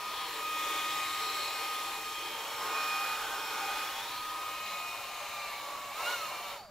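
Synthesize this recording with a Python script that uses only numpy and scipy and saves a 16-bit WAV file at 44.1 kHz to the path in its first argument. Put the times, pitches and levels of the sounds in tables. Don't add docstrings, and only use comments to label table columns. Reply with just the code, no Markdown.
import sys
import numpy as np
from scipy import signal
from scipy.fft import rfft, irfft
from scipy.io import wavfile
from scipy.ndimage import uniform_filter1d, map_coordinates

SR = 44100
rng = np.random.default_rng(int(sys.argv[2]) if len(sys.argv) > 2 else 0)


def wav_record(signal):
    frames = np.transpose(np.atleast_2d(signal))
    bounded = np.clip(frames, -1, 1)
    quanta = np.round(bounded * 32767).astype(np.int16)
    wavfile.write(sys.argv[1], SR, quanta)


def convert_level_to_amplitude(level_db):
    exponent = np.asarray(level_db, float) / 20
    return 10 ** exponent


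N = 295470
FRAME = 2048
HZ = np.fft.rfftfreq(FRAME, 1 / SR)[:, None]
REV_S = 5.925

# time_s, aside_share
TURNED_ASIDE = [(0, 0), (4.3, 0.019), (4.8, 0.98), (6.7, 0.94)]


def unit(x):
    return x / np.sqrt(np.mean(x ** 2) + 1e-20)


def along(points, hz):
    point_hz, value = np.transpose(points)
    return np.interp(np.log(hz + 1), np.log(point_hz + 1), value)


def curves(rows, t):
    position, *columns = np.transpose(rows)
    return [np.interp(t, position, column) for column in columns]


def wobble(rate):
    knots = rng.standard_normal(int(N * rate / SR) + 4)
    return map_coordinates(knots, [np.arange(N) * rate / SR])


def speed_hz(t):
    # time_s, blade_tone_hz
    running = [(0, 1240), (1, 1241), (2.6, 1236), (3.6, 1239), (4.7, 1248), (4.85, 1243), (5, 1224),
               (5.3, 1207), (5.45, 1185), (5.6, 1149), (5.75, 1137), (5.92, 1127)]
    ease_s, off_s = 6.122, 6.522
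    initial_climb_hz_per_s, spin_up_s = 2600, .25
    settle_hz, settle_s, coast_s, inertia_s = 1142, .118, .25, .05

    def since(start_s):
        return np.maximum(t - start_s, 0)

    rev_time = np.clip(t - REV_S, 0, ease_s - REV_S)
    climb = initial_climb_hz_per_s * spin_up_s * (1 - np.exp(-rev_time / spin_up_s))
    revved = curves(running, t)[0] + climb
    settled = settle_hz + (revved - settle_hz) * np.exp(-since(ease_s) / settle_s)
    coasting = settled * np.exp(-since(off_s) / coast_s)
    return uniform_filter1d(coasting, size=round(inertia_s * SR))


def whine():
    # time_s, blade_tone_db, octave_db
    moving_levels = [(0, -43, -51), (.2, -43, -57), (.32, -47.5, -62), (.45, -38, -46), (.8, -38, -45.5),
                     (1, -37, -45), (1.1, -40, -52), (1.3, -39, -49.5), (1.55, -43.5, -46),
                     (1.72, -38.5, -51), (1.83, -40, -51), (1.97, -47.5, -52), (2.07, -41.5, -48.5),
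                     (2.3, -49, -50), (2.45, -51.5, -55), (2.63, -41.5, -70), (2.76, -37.5, -41.5),
                     (3.13, -39.5, -40), (3.19, -43, -51), (3.3, -48, -58), (3.4, -42, -48),
                     (3.5, -46, -50), (3.8, -41.5, -45.5), (3.9, -42.5, -51), (4, -56, -55),
                     (4.15, -43, -58), (4.3, -42, -65), (4.42, -42, -51.5), (4.8, -43, -48),
                     (4.9, -47, -43), (5, -58, -51), (5.1, -48.5, -52), (5.3, -49, -54), (5.4, -43.5, -48),
                     (5.6, -47.5, -53), (5.7, -45, -70), (5.9, -45.5, -58)]
    # blade_tone_hz, blade_tone_db, octave_db
    swept_levels = [(580, -57.5, -80), (835, -50, -80), (990, -51, -62), (1140, -49, -60), (1179, -48, -51),
                    (1215, -49.5, -55), (1275, -37, -52), (1326, -42, -58), (1365, -53, -45),
                    (1433, -31, -39), (1450, -41.5, -48.5)]
    # shaft_order, level_db (from the smoothed blade tone)
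    weak_orders = [(1, -27), (5, -21), (6, -16), (10, -17), (11, -22), (20, -31)]
    blades = 4
    t = np.arange(N) / SR
    hz = speed_hz(t)
    levels_db = np.where(t < REV_S, curves(moving_levels, t), curves(swept_levels, hz))
    blade_db, octave_db = uniform_filter1d(levels_db, size=SR // 50)
    unsteady_hz = hz * (1 + 0.0015 * wobble(12))
    shaft = 2 * np.pi * np.cumsum(unsteady_hz) / (SR * blades)
    shaft = shaft + np.outer([1, -1], .022 + .012 * wobble(1.5))
    tone = convert_level_to_amplitude(blade_db + 0.85 * wobble(30)) * np.sin(blades * shaft)
    tone += convert_level_to_amplitude(octave_db + 1.4 * wobble(20)) * np.sin(2 * blades * shaft)
    near_db = uniform_filter1d(blade_db, size=SR // 3) - 6 * curves(TURNED_ASIDE, t)[0]
    for order, db in weak_orders:
        tone += convert_level_to_amplitude(near_db + db + 2.3 * wobble(3.67)) * np.sin(order * shaft)
    return np.sqrt(2) * tone


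def hump(hz, width_hz):
    return 1 / (1 + (2 * (HZ - hz) / width_hz) ** 2)


def resonances_db(t):
    # time_s, centre_hz, lift_db
    table_gap = [(0, 983, 13), (1.4, 934, 2), (1.8, 940, 10), (3, 880, 6.5), (3.4, 887, 13), (3.9, 852, 9),
                 (4.15, 976, 16.5), (4.3, 990, 9), (4.6, 1056, 10), (6.5, 1066, 9), (6.7, 902, -12)]
    # centre_hz, width_hz, over_table_lift_db, held_aside_lift_db
    fixed_resonances = [(315, 75, 7, 4), (365, 170, 0.5, -2), (445, 31, 9, 3.5), (576, 37, 7, 12.5),
                        (709, 105, -3, 9.5), (791.7, 18.8, 15.5, -6.5), (827, 22, -7.5, 13.5),
                        (950, 15, 0.5, 9), (1088, 48, 8.5, 1), (1337, 65, 8.5, 13), (1575, 31, 4, 7),
                        (2200, 78, 2.5, 9.5), (2764, 150, 1.5, 7.5), (3060, 92, -0.5, 4.5),
                        (3300, 250, 0, -4.5), (3663, 37, 4.5, 10.5), (4023, 210, 2.5, 7.5),
                        (4294, 110, 5, 6.5), (5400, 74, 1.5, -6), (6650, 1200, -0.5, 1),
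                        (7900, 440, -2.5, -4.5), (10900, 200, 2.5, -3)]
    # start_s, end_s, from_hz, to_hz, peak_lift_db
    passing_bands = [(0, 0.51, 4600, 3770, 6), (.08, 0.29, 3470, 3160, 9), (0.448, .95, 3350, 3360, 5.5),
                     (.5, 1.8, 2100, 2200, 4), (.5, 1.6, 3460, 4040, 6.5), (.6, 1.7, 6700, 8230, 5),
                     (1.1, 1.9, 5550, 5400, 2.5), (1.2, 1.63, 4050, 4230, 8), (1.6, 1.96, 3170, 3600, 7),
                     (2.05, 2.63, 3300, 3120, 7.5), (2.4, 4.3, 1450, 1530, 12), (2.5, 4.14, 770, 760, 3.5),
                     (2.5, 3.1, 5500, 5200, 3.5), (3.15, 3.8, 3153, 3180, 5), (3.3, 3.7, 5300, 5600, 5.5),
                     (3.9, 4.3, 2994, 4700, 7.5), (5.97, 6.15, 1067, 1035, 6.5),
                     (6.56, 6.9, 4600, 4795, 26)]
    aside = curves(TURNED_ASIDE, t)[0]
    gap_hz, gap_db = curves(table_gap, t)
    lift = gap_db * hump(gap_hz, width_hz=66)
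    for hz, width_hz, over_db, aside_db in fixed_resonances:
        lift += (over_db + aside * (aside_db - over_db)) * hump(hz, width_hz)
    for start, end, from_hz, to_hz, db in passing_bands:
        way = np.clip((t - start) / (end - start), 0, 1)
        swell = np.sqrt(np.sin(np.pi * way) + 1e-9)
        centre_hz = from_hz + way * (to_hz - from_hz)
        lift += db * swell * hump(centre_hz, width_hz=5.8 * np.sqrt(from_hz))
    return lift


def rush(spectrum, lift_db, patchy_db):
    # frequency_hz, correlation (no unit)
    likeness = [(30, .62), (60, .76), (130, .83), (290, .98), (1200, .98), (2000, .955), (3100, .82),
                (6800, .5), (15000, .34)]
    # frequency_hz, lead_rad
    phase_lead = [(100, 0), (1500, .05), (3000, .2), (6000, .35), (9000, .6), (10500, 2), (15000, 3.1)]
    # frequency_hz, difference_db
    port_tilt = [(60, 0.0), (240, -0.5), (950, 1), (3770, 2), (15000, -5)]
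    _, t, (a, b) = signal.stft(rng.standard_normal((2, N)), SR, nperseg=FRAME)
    dapple = uniform_filter1d(rng.standard_normal(a.shape), size=5, axis=0)
    dapple = unit(uniform_filter1d(dapple, size=11, axis=1))
    mix_angle = np.arccos(np.clip(along(likeness, HZ), -1, 1)) / 2
    port = np.exp(.5j * along(phase_lead, HZ)) * convert_level_to_amplitude(along(port_tilt, HZ) / 2)
    direct = np.cos(mix_angle) * a * convert_level_to_amplitude(lift_db(t))
    scattered = np.sin(mix_angle) * b * convert_level_to_amplitude(.75 * lift_db(t))
    pair = np.array([(direct + scattered) * port, (direct - scattered) / port])
    pair *= convert_level_to_amplitude(along(spectrum, HZ) + patchy_db * dapple)
    return unit(signal.istft(pair, SR, nperseg=FRAME)[1][:, :N])


def air():
    # time_s, intake_hiss_db, roar_over_hiss_db
    air_levels = [(0, -47, 3.5), (.2, -46, 3), (.4, -45, 3.5), (.6, -42, 0), (1.05, -42, 0), (1.45, -43, 1),
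                  (1.9, -44, 0.5), (2.2, -46, 1), (2.45, -44.5, 4), (2.8, -43.5, 3), (3, -42.5, 1),
                  (3.36, -44.5, 3.5), (3.86, -43, 3), (3.95, -45, 2.5), (4.15, -47, 2), (4.3, -47, 2.5),
                  (4.85, -47, 2), (5.9, -46.5, 2.5)]
    # frequency_hz, density_db
    roar_spectrum = [(120, -57), (200, -26.5), (428, -13), (648, -11), (908, -5), (1150, -7.5), (1220, -3),
                     (1320, -13.5), (1430, -11), (2000, -18.5), (2600, -42), (4400, -120)]
    # frequency_hz, density_db
    nozzle_spectrum = [(1000, -45), (1700, -6), (2340, -3.5), (2440, -3), (2550, -2.5), (2620, -6),
                       (3200, -4), (5000, -10.5), (6500, -29), (11000, -120)]
    # frequency_hz, density_db
    hiss_spectrum = [(4200, -17), (4800, -12), (5400, 1), (5950, -3.5), (7400, -1.5), (9200, -9.5),
                     (10900, -3.5), (12500, -5), (14200, -2.5), (15700, -8.5)]
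    full_speed_hz, nozzle_over_hiss_db = 1240, 2.5
    roar_power, nozzle_power, hiss_power = 1.9, 3.63, 3.1
    t = np.arange(N) / SR
    hiss_db, roar_db = curves(air_levels, t)
    pace = speed_hz(t) / full_speed_hz
    gust = wobble(14)
    roar_gain = pace ** roar_power * convert_level_to_amplitude(roar_db + 0.34 * gust + 1.03 * wobble(8))
    roar = roar_gain * rush(roar_spectrum, resonances_db, patchy_db=1.6)
    nozzle_gain = pace ** nozzle_power * convert_level_to_amplitude(nozzle_over_hiss_db + 0.39 * gust + 0.72 * wobble(5.3))
    nozzle = nozzle_gain * rush(nozzle_spectrum, resonances_db, patchy_db=1.62)
    hiss_gain = pace ** hiss_power * convert_level_to_amplitude(0.3 * gust)
    hiss = hiss_gain * rush(hiss_spectrum, resonances_db, patchy_db=2.6)
    return convert_level_to_amplitude(hiss_db) * (roar + nozzle + hiss)


def walls(x):
    t = np.arange(SR // 4) / SR
    tail = rng.standard_normal((2, len(t))) * convert_level_to_amplitude(-60 * t / .3)
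    tail /= np.linalg.norm(tail[0])
    return signal.fftconvolve(x[None], tail, axes=1)[:, :N]


def room():
    # frequency_hz, density_db
    hum_spectrum = [(12, -30), (20, 0.5), (69, -4.5), (86, -5), (102, 3), (171, -9), (188, 1), (221, -6),
                    (260, -16), (340, -43), (570, -120)]
    return convert_level_to_amplitude(-66) * rush(hum_spectrum, np.zeros_like, patchy_db=1.7)


def scene():
    # time_s, difference_db
    position = [(0.0, 0), (0.76, 0.4), (2.2, 0), (3.1, -1.5), (4, -0.5), (5.2, 0.5), (5.7, -.8), (6.7, -1)]
    tone = whine()
    pan_db = curves(position, np.arange(N) / SR)[0]
    dryer = (tone + air()) * convert_level_to_amplitude([pan_db / 2, -pan_db / 2])
    answer = convert_level_to_amplitude(-24) * walls(tone.mean(axis=0))
    return dryer + answer + room()


def roll_off(x):
    return signal.sosfilt(signal.butter(12, 16090, fs=SR, output="sos"), x)


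def record(dry):
    in_band = np.fft.rfftfreq(N, 1 / SR) < 15730
    kept = irfft(rfft(dry) * in_band, N)
    return roll_off(kept)


dry = scene()
out = record(dry)
wav_record(out)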